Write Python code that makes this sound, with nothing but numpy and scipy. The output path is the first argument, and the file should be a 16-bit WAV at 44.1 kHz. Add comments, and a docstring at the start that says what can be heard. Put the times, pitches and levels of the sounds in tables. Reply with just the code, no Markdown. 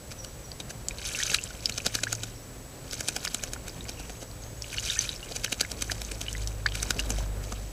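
"""A shallow garden pond, close to a small microphone in a plastic housing: small birds bathe, their wings
slapping about eleven times a second (bursts of noise). Drops ring trapped bubbles (decaying rising sines)
and spray patters (many tiny bubbles over noise). Far off, birds call in gliding tones, steady hums come and
go, and an engine drones and draws nearer (wavering tones over road noise). The housing colours slaps and
spray; the electronics add hiss and a thin whine."""
import sys
import numpy as np
from scipy import signal
from scipy.fft import rfft, irfft
from scipy.io import wavfile

SR = 44100
rng = np.random.default_rng(int(sys.argv[2]) if len(sys.argv) > 2 else 0)


def dump_mix(stems):
    """Bounce the given channels to the path in sys.argv[1] as a 16-bit WAV at rate SR."""
    frames = np.atleast_2d(stems).T  # one column per channel
    limited = np.clip(frames, -1, 1)  # hard clip at full scale
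    pcm = np.round(limited * 32767).astype(np.int16)
    wavfile.write(sys.argv[1], SR, pcm)


N = 340452


def amp(db):
    """Decibels to gain."""
    return 10 ** (np.asarray(db) / 20)


def rms_one(x):
    """Scale to rms 1."""
    return x / np.sqrt(np.mean(x ** 2) + 1e-20)


def in_time(rows):
    """Columns of a curve table, interpolated at every sample."""
    s, *columns = np.transpose(rows)
    return [np.interp(np.arange(N) / SR, s, column) for column in columns]


def colour(x, spectrum):
    """Minimum-phase filter with the given spectrum and unit power gain; nothing sounds early."""
    size = 16384
    hz = np.fft.rfftfreq(size, 1 / SR)
    at_hz, db = np.transpose(spectrum)
    log_gain = np.interp(np.log(hz + 1), np.log(at_hz), db) * np.log(10) / 20
    # folding the cepstrum onto positive times makes the phase minimal
    cepstrum = irfft(log_gain)
    cepstrum[1:size // 2] *= 2
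    cepstrum[size // 2 + 1:] = 0
    response = irfft(np.exp(rfft(cepstrum)))
    return signal.fftconvolve(x, response / np.sqrt(np.sum(response ** 2)))[:len(x)]


def band(x, low_hz, high_hz):
    """Butterworth band-pass."""
    return signal.sosfilt(signal.butter(2, [low_hz, high_hz], "band", fs=SR, output="sos"), x)


def unit_band(x, low_hz, high_hz, spectrum):
    """One band of x in the given colour; white noise keeps its power."""
    click = np.eye(1, SR // 4)[0]
    power = np.sum(band(colour(click, spectrum), low_hz, high_hz) ** 2)
    return band(colour(x, spectrum), low_hz, high_hz) / np.sqrt(power)


def drift(rate_hz):
    """Slow random wander with spread 1, from low-passed noise at 60 knots a second."""
    knots = rng.standard_normal(int(N / SR * 60) + 2)
    keep = np.exp(-2 * np.pi * rate_hz / 60)
    slow = signal.lfilter([1], [1, -keep], knots)
    return np.interp(np.arange(N) / SR * 60, np.arange(len(slow)), rms_one(slow))


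def add(out, s, x):
    """Mix x into out from time s on."""
    i = round(s * SR)
    out[i:i + len(x)] += x[:N - i]


# far birds, thin chirps and a low coo, before scattering:
# (time [s], length [s], start pitch [Hz], end pitch [Hz], peak level [dB])
FAR_CALLS = [(0, 0.34, 545, 510, -55), (0.176, 0.039, 6230, 5300, -43), (0.432, .03, 6100, 5450, -48),
             (.65, 0.17, 540, 516, -64), (2.338, 0.04, 6100, 5060, -53), (3.721, 0.052, 6600, 5920, -57),
             (3.894, 0.031, 5860, 5400, -52), (3.963, 0.041, 3100, 2240, -49),
             (4.095, 0.048, 6670, 6360, -49), (4.414, 0.027, 7000, 6000, -44.5),
             (4.57, 0.016, 6900, 6360, -48), (5.739, 0.087, 550, 580, -52), (5.98, 0.23, 545, 540, -57)]
# fainter chirps at random times: middle level, nominal pitch, nominal fall in pitch, length
TWITTER_DB, TWITTER_HZ, TWITTER_FALL_HZ, TWITTER_S = -59, 6600, 500, 0.034


def far_birds(blur_s=0.065, blur_db=4.0):
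    """Gliding whistles far off, smeared by scattering among trees and walls."""
    out = np.zeros(N)
    twitter = []
    for when, high, loud in rng.random((30, 3)):
        start_hz = TWITTER_HZ * (0.9 + 0.16 * high)
        end_hz = TWITTER_HZ * (0.9 + 0.21 * high) - TWITTER_FALL_HZ
        twitter.append((when * N / SR, TWITTER_S, start_hz, end_hz, TWITTER_DB + 8 * (loud - 0.5)))
    for s, length_s, start_hz, end_hz, db in list(FAR_CALLS) + twitter:
        n = int(length_s * SR)
        phase = 2 * np.pi * np.cumsum(np.linspace(start_hz, end_hz, n)) / SR
        add(out, s, amp(db) * np.hanning(n) * np.sin(phase))
    scatter = rng.standard_normal(SR // 4) * np.exp(-np.arange(SR // 4) / SR / blur_s)
    scatter = scatter / np.sqrt(np.sum(scatter ** 2))
    return out + amp(blur_db) * signal.fftconvolve(out, scatter)[:N]


# distant engine, levels before wavering:
# (time [s], firing rate [Hz], order 1 level [dB], order 2 level [dB], road roar level [dB])
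ENGINE_COURSE = [(0, 56.66, -57, -58, -43), (1.1, 55.9, -55, -58, -42), (2, 55.8, -77, -45.5, -43.5),
                 (3.4, 56.24, -58, -56, -42), (4.7, 55.38, -47.5, -46, -43.5),
                 (5.2, 52, -48.5, -54.5, -42.5), (5.8, 52.6, -41.5, -49.5, -41.5),
                 (6.6, 51.95, -40.5, -43.5, -42.5), (6.95, 51.25, -39, -45.5, -38),
                 (7.15, 50.64, -34, -42.5, -38), (7.72, 49.45, -35.5, -43.5, -43.5)]
# colour of the road roar: (frequency [Hz], relative density [dB per Hz])
ROAR_SPECTRUM = [(12, -37), (20, 3), (59, 2), (81, -4), (117, -2.5), (200, -9.5), (340, -12.5), (560, -12),
                 (880, -20), (1500, -23.5), (2500, -27.5), (5000, -38.5)]


def engine(third_db=-26.0, waver_db=3.0):
    """Low firing orders as wavering tones over a broad road roar; third_db is relative to order 2."""
    hz, first_db, second_db, roar_db = in_time(ENGINE_COURSE)
    phase = 2 * np.pi * np.cumsum(hz) / SR
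    tones = np.zeros(N)
    for order, db in enumerate([first_db, second_db, second_db + third_db], start=1):
        tones += np.sqrt(2) * amp(db + waver_db * drift(0.67)) * np.sin(order * phase)
    roar = colour(rng.standard_normal(N + SR), ROAR_SPECTRUM)[SR:]  # skips the filter's onset
    return tones + amp(roar_db + 1.2 * drift(19.0)) * roar


# far hums of steady pitch, before wavering: (start [s], end [s], pitch [Hz], peak level [dB])
FAR_HUMS = [(.0, 2.4, 121.8, -61), (2.4, 4.1, 261.5, -56)]


def hums():
    """Faint far tones that swell and fade, their level wavering."""
    t = np.arange(N) / SR
    out = np.zeros(N)
    for start_s, end_s, hz, db in FAR_HUMS:
        swell = np.clip(np.minimum(t - start_s, end_s - t) / 0.12, 0, 1)
        out += amp(db + 1.9 * drift(2.6)) * swell * np.sin(2 * np.pi * hz * t)
    return out


def bubble(hz, t60_s, rise, hold=1.1, swell=0.27):
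    """A trapped bubble swells within a cycle and dies ever faster, climbing by rise per third of t60."""
    t = np.arange(int(t60_s * SR) + 8) / SR
    fade = amp(-60 * (t / t60_s) ** hold) * (1 - np.exp(-t * hz / swell))
    return np.sin(2 * np.pi * hz * t * (1 + 1.5 * rise * t / t60_s)) * fade


# bouts of bathing that throw up spray: (full from [s], full until [s], spray level [dB])
SPRAY_BOUTS = [(1.05, 1.354, -36.5), (1.6, 2.187, -47), (2.93, 3.442, -45.5), (3.6, 4.2, -54.5),
               (4.74, 4.8, -40), (4.87, 5, -34.5), (5.12, 5.715, -48), (5.8, 6.467, -47.5),
               (6.78, 7.17, -45.5), (7.5, 7.58, -50.5)]
SPRAY_RISE_DB_PER_S, SPRAY_FALL_DB_PER_S, DRIPPING_DB = 128, 79, -64.5


def spray_level_db():
    """Each bout builds, holds and settles; feathers drip in between."""
    t = np.arange(N) / SR
    bouts = []
    for full_from, full_until, db in SPRAY_BOUTS:
        building = SPRAY_RISE_DB_PER_S * np.maximum(full_from - t, 0)
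        settling = SPRAY_FALL_DB_PER_S * np.maximum(t - full_until, 0)
        bouts.append(db - building - settling)
    return np.maximum(np.max(bouts, axis=0), DRIPPING_DB)


# close water as the microphone housing colours it: (frequency [Hz], relative density [dB per Hz])
WATER_SPECTRUM = [(560, -94), (990, -9), (1270, 2), (1520, 4.5), (1980, -3), (2530, 4.5), (3130, 1.5),
                  (3680, 2.5), (5480, 3.5), (6160, 7.5), (8150, 1.5), (14100, -7.5), (15500, -21)]
GRAINS_PER_S, GRAINS_FOLLOW = 480, 0.35  # rate at -45 dB of spray, before clumping; dB of rate per dB of level
SPRAY_DULL_HZ = 9600  # droplets carry less treble than tearing water


def spray(cycles=25.7, rise=0.49, spread_db=2.0, clump_db=4.0, mist_db=-4.5, tick_db=-14.0, small_share=0.55):
    """Many droplets tick and ring some cycles each over a fine mist; small high bubbles are commoner."""
    level_db = spray_level_db()
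    per_s = GRAINS_PER_S * amp(GRAINS_FOLLOW * (level_db + 45))
    clump = amp(clump_db * drift(22.0))
    sizes = amp(spread_db * np.minimum(rng.exponential(1, N), 3)) * rng.choice([-1, 1], N)
    lands = rng.random(N) < per_s * clump / SR
    ticks = sizes * lands / np.sqrt(np.maximum(per_s, 10))  # evens out power as the rate changes
    # each droplet is dealt one of 30 bubble pitches
    pitches = np.geomspace(1250, 12000, 30)
    dealt = (len(pitches) * rng.random(N) ** small_share).astype(int)
    rings = np.zeros(N)
    for k, hz in enumerate(pitches):
        ring = bubble(hz, cycles / hz, rise) * np.sqrt(hz)
        rings += signal.oaconvolve(ticks * (dealt == k), ring)[:N]
    mist = amp(mist_db) * clump * rng.standard_normal(N)
    patter = colour(rms_one(rings) + amp(tick_db) * rms_one(ticks) + mist, WATER_SPECTRUM)
    dulled = signal.lfilter(*signal.butter(1, SPRAY_DULL_HZ, fs=SR), patter)
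    return amp(level_db) * rms_one(dulled)


# wing slaps close by, each trapping a small bubble:
# (centre time [s], rms level at the centre [dB], thump level [dB], bubble pitch [Hz])
WING_SLAPS = [(0.1227, -37, -52, 4830), (0.2464, -38, -51, 6100), (0.6056, -38.5, -40, 3260),
              (0.709, -35, -43.5, 1530), (1.318, -29, -32, 1690), (1.3454, -15.5, -41, 3890),
              (1.6964, -27.5, -36.5, 2720), (1.782, -26, -35, 6040), (1.866, -18, -23, 4930),
              (1.9532, -19.5, -29.5, 4160), (2.0371, -21, -30, 4040), (2.1286, -21.5, -33, 6500),
              (2.2376, -29.5, -38, 6750), (2.9322, -28, -39, 4910), (3.0082, -26, -36.5, 6500),
              (3.086, -20, -30, 8600), (3.166, -23.5, -30.5, 4840), (3.2519, -23, -39, 6450),
              (3.3458, -21.5, -32.5, 7500), (3.4375, -26, -35.5, 6550), (3.536, -28.5, -39.5, 6410),
              (3.681, -35, -45, 1630), (3.8947, -32.5, -37, 6300), (3.9995, -40.5, -41, 2480),
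              (4.1018, -41, -39.5, 6440), (4.229, -41, -38, 1500), (5.317, -41, -37.5, 1400),
              (5.3626, -27.5, -37, 6800), (5.4469, -20.5, -34, 6130), (5.5265, -21, -28, 2680),
              (5.6117, -16.5, -27, 4620), (5.7181, -29, -37, 5300), (5.823, -21.5, -33, 6000),
              (5.9184, -24, -32.5, 4810), (6.0184, -30.5, -39, 4680), (6.1186, -30.5, -36.5, 2720),
              (6.215, -28.5, -40, 6400), (6.754, -27.5, -53, 2840), (6.829, -24, -42, 8520),
              (6.9073, -18, -27.5, 1440), (6.968, -43, -36, 6600), (6.9998, -26, -38, 5000),
              (7.105, -25, -29.5, 7240), (7.187, -39, -38, 3030), (7.4406, -42, -53, 4700),
              (7.5257, -38, -33.5, 1590)]
USUAL_SLAP_DB = -25
SLAP_MS, SHORTER_PER_DB = 1.69, 0.4  # fall of a usual slap; harder slaps are shorter, dB of length per dB
RISE_OVER_FALL = 1.34  # a slap builds more slowly than it dies
TREBLE_DB, SNAP_DB = -9.5, 10  # treble re the slap; click of the snapping sheet re the rms of its band
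# the wing ploughs in ahead of the crack: dB re a usual slap, share of the slap's swing
SWISH_S, SWISH_DB, SWISH_FOLLOWS = 0.018, -22, 0.51


def slaps(skirt_s=0.017, skirt_db=-28.5, uneven_db=8.0, thump_hz=380.0):
    """The wing swishes in, hits as a ragged burst of tearing water, thumps low and drips off again."""
    body, thump, treble = np.zeros((3, N))
    t = np.arange(-2200, 2200) / SR
    skirt = amp(skirt_db) * np.exp(-np.abs(t) / skirt_s)
    ploughing = np.clip((t + SWISH_S) / 0.0041, 0, 1) * (t < 0)
    for s, db, thump_db, _ in WING_SLAPS:
        harder_db = db - USUAL_SLAP_DB
        fall_s = SLAP_MS * amp(-SHORTER_PER_DB * harder_db) / 1000
        crack = np.exp(-np.maximum(t, -t / RISE_OVER_FALL) / fall_s)
        swish = amp(SWISH_DB - (1 - SWISH_FOLLOWS) * harder_db) * ploughing
        shape = crack + skirt + swish
        blow = np.sqrt(np.mean(shape ** 2))
        for out, more_db in ((body, 0), (treble, TREBLE_DB)):
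            # the sheet of water breaks in millisecond lumps; their total energy is set by the blow
            lumps = np.repeat(amp(uneven_db * rng.standard_normal(len(t) // 40)), 40)
            tearing = rms_one(shape * lumps * rng.standard_normal(len(t)))
            add(out, s + t[0], amp(db + more_db) * blow * tearing)
            add(out, s, amp([db + more_db + SNAP_DB]))  # a one-sample click
        # the shoved mass of water thumps low
        push = band(shape * rng.standard_normal(len(t)), thump_hz / 2, thump_hz * 2)
        push = band(push, thump_hz / 2.3, thump_hz * 1.9)
        add(thump, s + t[0], amp(thump_db) * blow * rms_one(push))
    coloured_body = unit_band(body, 1100, 7800, WATER_SPECTRUM)
    coloured_treble = unit_band(treble, 8000, 15000, WATER_SPECTRUM)
    return coloured_body + coloured_treble + thump


# drops close by that each ring one bubble: (time [s], peak level [dB], pitch [Hz], t60 [ms])
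FALLING_DROPS = [(0.517, -23.5, 4560, 4.7), (0.6024, -28, 3670, 19), (0.885, -9, 6700, 2.7),
                 (0.909, -27, 2410, 12), (0.9845, -25, 4200, 7), (1.053, -24, 5200, 6.5),
                 (1.071, -27, 9840, 13), (1.0813, -20, 6500, 4), (1.115, -30, 2560, 9),
                 (1.1485, -21.5, 2660, 27), (1.189, -16, 6250, 3.9), (1.201, -23, 1826, 41),
                 (1.2344, -10.5, 5800, 4.8), (1.266, -23.5, 6300, 11), (1.299, -16, 2610, 12),
                 (1.306, -19, 6170, 4.7), (1.338, -24, 1600, 23), (1.386, -22.5, 2650, 29),
                 (1.4385, -18, 7200, 5), (1.505, -35.5, 1430, 24), (1.6575, -9, 4930, 10),
                 (1.7222, -25.5, 4170, 22), (1.8024, -27, 2580, 12), (1.8717, -20, 3960, 7.4),
                 (1.988, -25, 1600, 12), (2.1518, -19, 6200, 3.3), (2.911, -22, 4960, 5.2),
                 (2.9408, -20, 5930, 4.7), (3.039, -29, 7300, 5.8), (3.2601, -25, 2710, 14),
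                 (3.2728, -19, 1680, 5.3), (3.277, -15, 4830, 4), (3.5624, -28.5, 1350, 8.8),
                 (3.6956, -30, 4910, 10), (3.808, -30.5, 3680, 14), (3.842, -30, 7000, 4),
                 (3.8535, -33, 2200, 5), (3.9167, -33, 3800, 7.8), (4.314, -32.5, 4540, 4),
                 (4.437, -34, 4700, 6), (4.622, -16.5, 5260, 3.6), (4.643, -27.5, 2700, 7.2),
                 (4.729, -26.5, 2430, 11), (4.776, -25, 4310, 24), (4.7833, -17.5, 2790, 18),
                 (4.7976, -22, 6500, 6), (4.888, -23, 3050, 9.6), (4.8996, -16.5, 3620, 24),
                 (4.9587, -28, 2480, 28), (4.9722, -32, 1790, 120), (4.9904, -10, 6040, 13),
                 (5.0086, -24, 4710, 17), (5.051, -30, 2460, 31), (5.0916, -15, 3800, 5.3),
                 (5.1285, -29, 3780, 9.3), (5.1614, -29, 5200, 13), (5.2288, -30, 2790, 33),
                 (5.322, -19, 4040, 3.1), (5.4623, -24, 2880, 7.4), (5.4788, -30, 1690, 15),
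                 (5.6313, -32, 1600, 26), (5.649, -23.5, 2010, 13), (6.049, -24.5, 6200, 7.7),
                 (6.2643, -30, 2710, 12), (6.283, -21, 2920, 20), (6.3292, -15, 6600, 1.5),
                 (6.351, -26, 1960, 24), (6.3805, -28, 6500, 5), (6.4742, -15.5, 5600, 2.3),
                 (6.664, -11.5, 4400, 5.4), (6.6875, -21, 3200, 3.8), (6.721, -23, 3020, 4.4),
                 (6.774, -27, 3000, 5.7), (6.801, -24, 3800, 6), (6.857, -30, 900, 8),
                 (6.9927, -15.5, 2750, 26), (7.118, -27, 6140, 6), (7.205, -31, 1000, 10),
                 (7.262, -34, 1100, 10), (7.5219, -28, 1190, 19)]
# air pockets that rush to the surface and sweep up in pitch: (time [s], peak level [dB], pitch [Hz], t60 [ms])
AIR_BLOOPS = [(1.228, -18.5, 3080, 16), (2.069, -23, 1485, 33), (4.7436, -28, 2070, 20),
              (5.8975, -23, 1570, 23), (6.6605, -12.5, 1554, 25)]
DROP_RISE, BLOOP_RISE = 0.051, 0.4  # pitch rise over a third of t60, as a share
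# the slap's bubble: peak re a usual slap, dB per dB of slap, lead on the slap's centre, t60
TRAPPED_DB, TRAPPED_FOLLOWS, TRAPPED_LEAD_S, TRAPPED_T60_MS = 4.5, 1.19, 0.00074, 7.6


def drops(crack_db=-9.5, crack_s=0.0021, wide=0.32):
    """Each drop cracks the surface, a burst of noise around its pitch, and rings its bubble."""
    out = np.zeros(N)
    t = np.arange(300) / SR
    rows = [(*row, DROP_RISE) for row in FALLING_DROPS] + [(*row, BLOOP_RISE) for row in AIR_BLOOPS]
    for s, db, _, hz in WING_SLAPS:
        trapped_db = USUAL_SLAP_DB + TRAPPED_DB + TRAPPED_FOLLOWS * (db - USUAL_SLAP_DB)
        rows.append((s - TRAPPED_LEAD_S, trapped_db, hz, TRAPPED_T60_MS, DROP_RISE))
    for s, peak_db, hz, t60_ms, rise in rows:
        add(out, s, amp(peak_db) * bubble(hz, t60_ms / 1000, rise))
        burst = rng.standard_normal(len(t)) * np.exp(-t / crack_s)
        crack = band(burst, hz * (1 - wide), hz / (1 - wide))
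        add(out, s, amp(peak_db + crack_db) * crack / np.max(np.abs(crack)))
    return out


def garden(x, echoes=((0.0013, -10), (0.0041, -14), (0.011, -20))):
    """Short echoes off water, bank and fence: (delay [s], level [dB])."""
    out = x.copy()
    for s, db in echoes:
        add(out, s, amp(db) * x)
    return out


def scene():
    """Water close to the microphone, engine, hums and other birds far off."""
    water = garden(slaps() + drops() + spray())
    return (water + engine() + hums() + far_birds())[None]


# colour of the microphone's hiss: (frequency [Hz], relative density [dB per Hz])
HISS_SPECTRUM = [(300, -39), (1200, 3), (2500, 1.5), (4500, 5.5), (6200, 6), (7200, 7), (8300, 2.5),
                 (11000, 1), (15500, -1.5)]
# thin electronic tone: (pitch [Hz], rms level [dB])
WHINE_TONE = [(7865, -57)]
HISS_DB, LOW_CUT_HZ, CUTOFF_HZ = -52.5, 33.4, 15900


def record(dry):
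    """Hiss and whine of the electronics join in; the deep bass and the top are cut."""
    hiss = amp(HISS_DB) * colour(rng.standard_normal(N), HISS_SPECTRUM)
    (hz, db), = WHINE_TONE
    whine = np.sqrt(2) * amp(db) * np.sin(2 * np.pi * hz * np.arange(N) / SR)
    low_cut = signal.butter(2, LOW_CUT_HZ, "high", fs=SR, output="sos")
    thinned = signal.sosfilt(low_cut, dry + hiss + whine)
    return signal.sosfilt(signal.cheby2(14, 50, CUTOFF_HZ, fs=SR, output="sos"), thinned)


dry = scene()
out = record(dry)
dump_mix(out)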